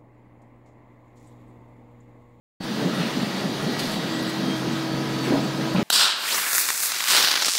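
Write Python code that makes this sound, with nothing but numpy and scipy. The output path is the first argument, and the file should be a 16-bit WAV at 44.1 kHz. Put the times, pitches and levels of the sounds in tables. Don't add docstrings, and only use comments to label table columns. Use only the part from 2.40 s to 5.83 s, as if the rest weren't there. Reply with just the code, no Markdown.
import sys
import numpy as np
from scipy import signal
from scipy.fft import rfft, irfft, next_fast_len
from scipy.io import wavfile
from scipy.ndimage import uniform_filter1d, map_coordinates

SR = 44100
rng = np.random.default_rng(int(sys.argv[2]) if len(sys.argv) > 2 else 0)


def amplitude_ratio(level_db):
    exponent = np.asarray(level_db, float) / 20
    return 10 ** exponent


def store_wav(level_fs):
    pcm = np.round(np.clip(np.atleast_2d(level_fs), -1, 1) * 32767)
    wavfile.write(sys.argv[1], SR, pcm.T.astype(np.int16))


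N = 151263


def unit(x):
    return x / np.sqrt(np.mean(x ** 2) + 1e-20)


def along(points, hz):
    f, v = np.transpose(points)
    return np.interp(np.log(hz + 1), np.log(f + 1), v)


def wobble(rate_hz):
    return map_coordinates(rng.standard_normal(400), [np.arange(N) * np.clip(rate_hz, .1, 90) / SR])


def filtered(x, response):
    size = next_fast_len(len(x) + 8192)
    return irfft(rfft(x, size) * response(np.fft.rfftfreq(size, 1 / SR)), size)[:len(x)]


def patches(shape, bands, moments):
    blurred = uniform_filter1d(rng.standard_normal(shape), size=bands, axis=0)
    return unit(uniform_filter1d(blurred, size=moments, axis=1))


def rush(response, patchy_db):
    z = signal.stft(rng.standard_normal(N), nperseg=512)[2]
    z = z * amplitude_ratio(patchy_db * patches(z.shape, 8, 8))
    return unit(filtered(signal.istft(z, nperseg=512)[1][:N], response))


# start_s, level_db
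ROAR_LEVEL = [
    (.2, -35),
    (.4, -33.5),
    (.7, -32.5),
    (1.2, -32),
    (1.7, -32),
    (2.2, -34),
    (2.7, -33),
    (3.1, -32.5),
    (3.43, -34.5),
]
# start_s, level_db
RUMBLE_LEVEL = [(.2, 4.5), (.3, 6), (.5, 7), (.9, 2.5), (1.3, 4.5), (1.42, 2.5), (1.6, 2.5), (2.1, 5),
                (2.6, 2.5), (3.1, 6), (3.43, 4)]
# pitch_hz, level_db (per Hz)
FRAME_COLOR = [(15, -62), (25, -52), (102, -15), (123, -6.5), (189, 4), (291, 1), (321, -7), (349, -3.5),
               (700, -8.5), (910, -11), (1540, -120)]
# pitch_hz, level_db (per Hz)
GRIND_COLOR = [(290, -7), (500, -1), (1530, -6.5), (1880, -7), (2050, -9.5), (4320, -11.5), (7790, -21.5),
               (11000, -29), (15500, -28.5)]
GRIND_DB, HANDOVER_HZ = -0.76, 640


def roar():
    t = np.arange(N) / SR
    level_db = np.interp(t, *np.transpose(ROAR_LEVEL))
    rumble_db = np.interp(t, *np.transpose(RUMBLE_LEVEL))

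    def low(hz):
        return 1 / (1 + (hz / HANDOVER_HZ) ** 4)

    frame = rush(lambda hz: amplitude_ratio(along(FRAME_COLOR, hz)) * np.sqrt(low(hz)), patchy_db=-0.06)
    grind = rush(lambda hz: amplitude_ratio(along(GRIND_COLOR, hz)) * np.sqrt(1 - low(hz)), patchy_db=1)
    frame = amplitude_ratio(rumble_db + 1.8 * wobble(15)) * frame
    grind = amplitude_ratio(GRIND_DB + 0.7 * wobble(11.03)) * grind
    return amplitude_ratio(level_db) * (frame + grind)


MESH_HZ = 321.7
# multiple (of the tooth rate), facing_db, turned_away_db
GEAR_TONES = [(1, -41, -32), (2, -49, -46), (3, -60, -51), (4, -62, -54), (5, -62, -55), (6, -48, -54),
              (7, -66, -57), (9, -55, -59), (10, -54, -55), (11, -58, -58), (12, -50, -56), (13, -47, -56),
              (14, -52, -54), (15, -57, -57), (16, -62, -53), (17, -62, -64), (18, -63, -63),
              (19, -66, -60), (20, -64, -63), (21, -70, -62), (22, -68, -67), (23, -63, -72),
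              (24, -75, -75), (28, -75, -79), (30, -77, -79), (39, -75, -84)]
# pitch_hz, facing_db, turned_away_db
MOTOR_TONES = [(136.5, -43, -34), (988.6, -60, -48), (1261.5, -53, -46), (1640, -53, -53), (1700, -60, -53),
               (3268, -54, -60), (3488, -55, -62), (3515, -64, -56), (3639.5, -51, -64), (3811, -56, -56),
               (3838, -55, -64), (3962, -58, -60), (4090, -58, -61), (4274, -64, -58), (4600, -57, -60),
               (4753.4, -54, -59), (4850, -57, -64), (4976, -57, -66), (5841, -65, -72), (8842, -72, -72),
               (9510.5, -68, -80), (11070, -76, -85), (11219, -72, -83), (12333, -73, -85),
               (12080, -72, -70), (11763, -72, -70), (12721, -73, -71), (15676.5, -71, -78)]
# multiple, start_s, length_s, gain_db
FLARES = [(1, 1.6, .5, 7), (6, 1.42, .3, 2), (6, .75, .4, -4), (6, 1.72, .3, -1), (6, .2, .3, -5),
          (6, 2.05, .2, 3), (12, .2, .9, -5), (10, 2.03, .14, 13), (10, 2.2, .4, 4), (12, 1.9, .8, 4),
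          (12, 3.05, .3, 5), (13, .7, .6, -4), (13, 1.6, .4, -3), (13, 3.1, .2, 6), (14, 1.3, .3, 4),
          (14, 2.0, .12, 10), (14, 2.48, .28, 9), (14, 2.75, .2, 10), (14, 3.03, .09, 10),
          (14, 3.26, .1, 7), (15, 1.6, .45, 6), (9, 1.65, .2, 3), (16, 2.0, .2, 4), (16, 2.25, .25, -3),
          (16, 3.1, .35, -5), (24, 1.73, .05, 22), (24, 1.785, .015, 24), (24, 1.86, .06, 23),
          (24, 2.31, .08, 21), (24, 2.82, .07, 22), (24, 3.01, .06, 21)]
TURN_S, TURN_TAKES_S = 2.05, .3
FADING_DB, FLICKER_DB, WAVER_RAD = 1.8, 3.2, 1.2


def whine():
    t, out = np.arange(N) / SR, np.zeros(N)
    turned = 1 / (1 + np.exp(-4 * (t - TURN_S) / TURN_TAKES_S))
    gears = [(k * MESH_HZ, facing, away) for k, facing, away in GEAR_TONES]
    for hz, facing_db, away_db in gears + list(MOTOR_TONES):
        drift = wobble(7.01)
        fade = FADING_DB * wobble(5.02) + FLICKER_DB * wobble(14)
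        fade = fade * min(0.19 + hz / 3000, 1)
        flare = 0
        for k, start, length, gain_db in FLARES:
            if k * MESH_HZ == hz:
                flare = flare + gain_db * np.exp(-(2 * (t - start) / length - 1) ** 4)
        level_db = facing_db + (away_db - facing_db) * turned + fade + flare
        phase = 2 * np.pi * hz * t + WAVER_RAD * drift + 2 * np.pi * rng.random()
        out += np.sqrt(2) * amplitude_ratio(level_db) * np.sin(phase)
    return out


# start_s, level_db, pitch_hz
BITES = [(.307, -13.5, 210), (0.37, -22, 180), (.427, -18, 185), (.45, -15, 187.5), (.52, -23, 234),
         (.56, -19.5, 180), (.66, -22, 224), (0.754, -16.5, 241), (0.824, -15, 208), (0.919, -22, 185),
         (1.09, -19, 240), (1.27, -19, 243), (1.341, -20, 180), (1.487, -16, 207), (1.553, -18, 188),
         (2.018, -17, 263), (2.075, -19, 208)]
BITE_RISE_S, BITE_T60_S = 0.0073, 0.12


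def bites():
    out, t = np.zeros(N + SR), np.arange(SR // 8) / SR
    for start, db, hz in BITES:
        rise = 1 - np.exp(-(t / BITE_RISE_S) ** 2)
        throb = amplitude_ratio(db - 60 * t / BITE_T60_S) * rise * np.sin(2 * np.pi * hz * t)
        out[round(start * SR):][:len(t)] += throb
    return out[:N]


# start_s, length_s, level_db, tilt_db (brightness per octave), fullest_hz
FILM_TUGS = [(0.471, 0.19, -37.5, -9, 1140), (.53, .11, -45, 0, 10000), (0.586, 0.14, -34.5, -4, 2820),
             (0.816, .06, -38, -5, 3700), (1.22, .03, -46, 1, 10000), (1.315, 0.011, -44, 2.5, 5000),
             (1.377, .02, -40, 0, 4300), (1.389, 0.023, -30, 1, 4300), (1.39, 0.024, -37, 0, 8800),
             (1.406, 0.11, -36, 2.5, 4300), (1.411, 0.16, -40.5, -30, 10400), (1.492, .07, -35.5, -3, 3500),
             (1.503, 0.068, -43, 3, 10300), (1.787, .03, -48, 0, 8000), (1.823, .014, -43, 9, 11000),
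             (1.893, 0.016, -41, 3.5, 10000), (2.155, 0.065, -48, 1, 11000), (2.82, .1, -35, -2.5, 2180),
             (2.824, 0.1, -51, 1, 10000), (2.871, 0.097, -43.5, -2, 1100), (3.327, 0.038, -49, 8, 10000),
             (3.35, 0.082, -32.5, -7.5, 2820)]
# pitch_hz, level_db
SHEET_COLOR = [(710, -34), (1200, -6), (1960, -6), (3110, -7), (4340, -6), (6050, -12.5), (15500, -21)]
FULLEST_DB, FULLEST_OCTAVES = 7, .45
CRACKLES_PER_S, CRACKLE_SPREAD_DB, BIGGEST = 3000, 3, 3


def film():
    out, t = np.zeros(N + SR), np.arange(SR // 2) / SR
    for start, length, db, tilt_db, fullest_hz in FILM_TUGS:
        size = np.minimum(rng.exponential(size=len(t)), BIGGEST)
        snaps = (rng.random(len(t)) < CRACKLES_PER_S / SR) * amplitude_ratio(CRACKLE_SPREAD_DB * size)
        rustle = 1.3 * rng.standard_normal(len(t))
        grains = unit(snaps * rng.standard_normal(len(t))) + rustle

        def color(hz):
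            octaves_off = np.log2((hz + 1) / fullest_hz)
            bump_db = FULLEST_DB * np.exp(-(octaves_off / FULLEST_OCTAVES) ** 2)
            slope_db = tilt_db * np.log2((hz + 1) / 4000)
            no_bass = 1 / (1 + (900 / (hz + 1)) ** 4)
            return amplitude_ratio(along(SHEET_COLOR, hz) + bump_db + slope_db) * no_bass

        swell = np.clip(t / (.15 * length), 0, 1) * np.exp(-(t / length) ** 4)
        out[round(start * SR):][:len(t)] += amplitude_ratio(db) * swell * unit(filtered(grains, color))
    return out[:N]


# start_s, level_db, pitch_hz, t60_s (time to die away by 60 dB)
THUDS = [(0.206, -14, 198, 0.038), (2.876, -18.5, 345, 0.15), (2.906, -12.5, 264, 0.075),
         (2.92, -12, 333, 0.08), (2.923, -22, 520, 0.063), (2.936, -14, 276, 0.24), (2.94, -26, 617, 0.15),
         (2.955, -25, 665, 0.12), (2.968, -20, 281, 0.1), (2.99, -26, 658, 0.096), (3.347, -15, 180, 0.21),
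         (3.381, -17.5, 204, 0.25), (3.395, -13.5, 225, 0.069), (3.41, -24, 415, 0.14)]
CLATTER_DB, CLATTER_HZ = -10.5, 810
BODY_LOW_HZ = 94


def hopper():
    out, t = np.zeros(N + SR), np.arange(SR // 4) / SR

    def rattle(hz):
        return hz * hz / (hz * hz + 300 ** 2) / (1 + (hz / CLATTER_HZ) ** 4)

    for start, db, hz, t60 in THUDS:
        clatter = unit(filtered(rng.standard_normal(len(t)), rattle))
        ring = -np.sin(2 * np.pi * hz * t)
        shape = amplitude_ratio(db - 60 * t / t60) * (1 - np.exp(-t / 0.00071))
        out[round(start * SR):][:len(t)] += shape * (amplitude_ratio(CLATTER_DB) * clatter + ring)
    return filtered(out[:N], lambda hz: 1 / np.sqrt(1 + (BODY_LOW_HZ / (hz + 1)) ** 6))


# start_s (middle of the lump), level_db
GRIPS = [(.23, -54), (.72, -60), (1.2, -53), (1.52, -61), (1.83, -58), (2.15, -55), (2.36, -55),
         (2.55, -52), (2.7, -52), (2.95, -48), (3.15, -56), (3.3, -57)]
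GRIP_S, GRIP_FLOOR_DB = 0.047, -80


def handling():
    t = np.arange(N) / SR
    lumps = amplitude_ratio(GRIP_FLOOR_DB)
    for middle, db in GRIPS:
        lumps = lumps + amplitude_ratio(db) * np.exp(-((t - middle) / GRIP_S) ** 2)
    rub = filtered(rng.standard_normal(N), lambda hz: hz / (hz + 25) / (1 + (hz / 75) ** 4))
    return lumps * unit(rub)


def scene():
    return (roar() + bites() + whine() + film() + hopper() + handling())[None]


# start_s, end_s
LOW_GAPS = [(.25, .48), (.59, 1.34), (1.45, 1.49), (1.6, 1.715), (1.81, 1.855), (1.93, 2.31), (2.4, 2.8),
            (2.9, 3.0), (3.08, 3.41)]
# start_s, end_s
HIGH_GAPS = [
    (.3, 1.28),
    (1.6, 1.8),
    (1.95, 2.42),
]
# low_hz, high_hz, share_empty (0 to 1)
SCATTER = [
    (6300, 7200, .1),
    (7200, 7590, .25),
    (12000, 14300, .04),
    (14300, 14900, .15),
    (14900, 15620, .6),
    (15720, 22050, 1),
]
LOW_GAP_HZ, HIGH_GAP_HZ = (7590, 7850), (15120, 15520)


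def treble_holes(x):
    hz, t, z = signal.stft(x, SR, nperseg=1024)
    for (low, high), spans in ((LOW_GAP_HZ, LOW_GAPS), (HIGH_GAP_HZ, HIGH_GAPS)):
        shut = sum((t > a) & (t < b) for a, b in spans) > 0
        z[np.ix_((hz > low) & (hz < high), shut)] = 0
    chance = patches(z.shape, 3, 10)
    for low, high, share in SCATTER:
        band = ((hz > low) & (hz <= high))[:, None]
        z[band & (chance <= np.quantile(chance, share))] = 0
    return signal.istft(z, SR, nperseg=1024)[1][:N]


def roll_off(x):
    return signal.sosfilt(signal.butter(12, 15690, fs=SR, output="sos"), x)


START_S, FADE_IN_S, FADE_DB = 0.2, 0.044, -9.5


def record(dry):
    since = np.arange(N) / SR - START_S
    rise = amplitude_ratio(FADE_DB * np.clip(1 - since / FADE_IN_S, 0, 1))
    x = dry[0] * np.clip(since / 0.0077, 0, 1) * rise
    x = treble_holes(x) * (since > 0)
    return roll_off(x[None])


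dry = scene()
out = record(dry)
store_wav(out)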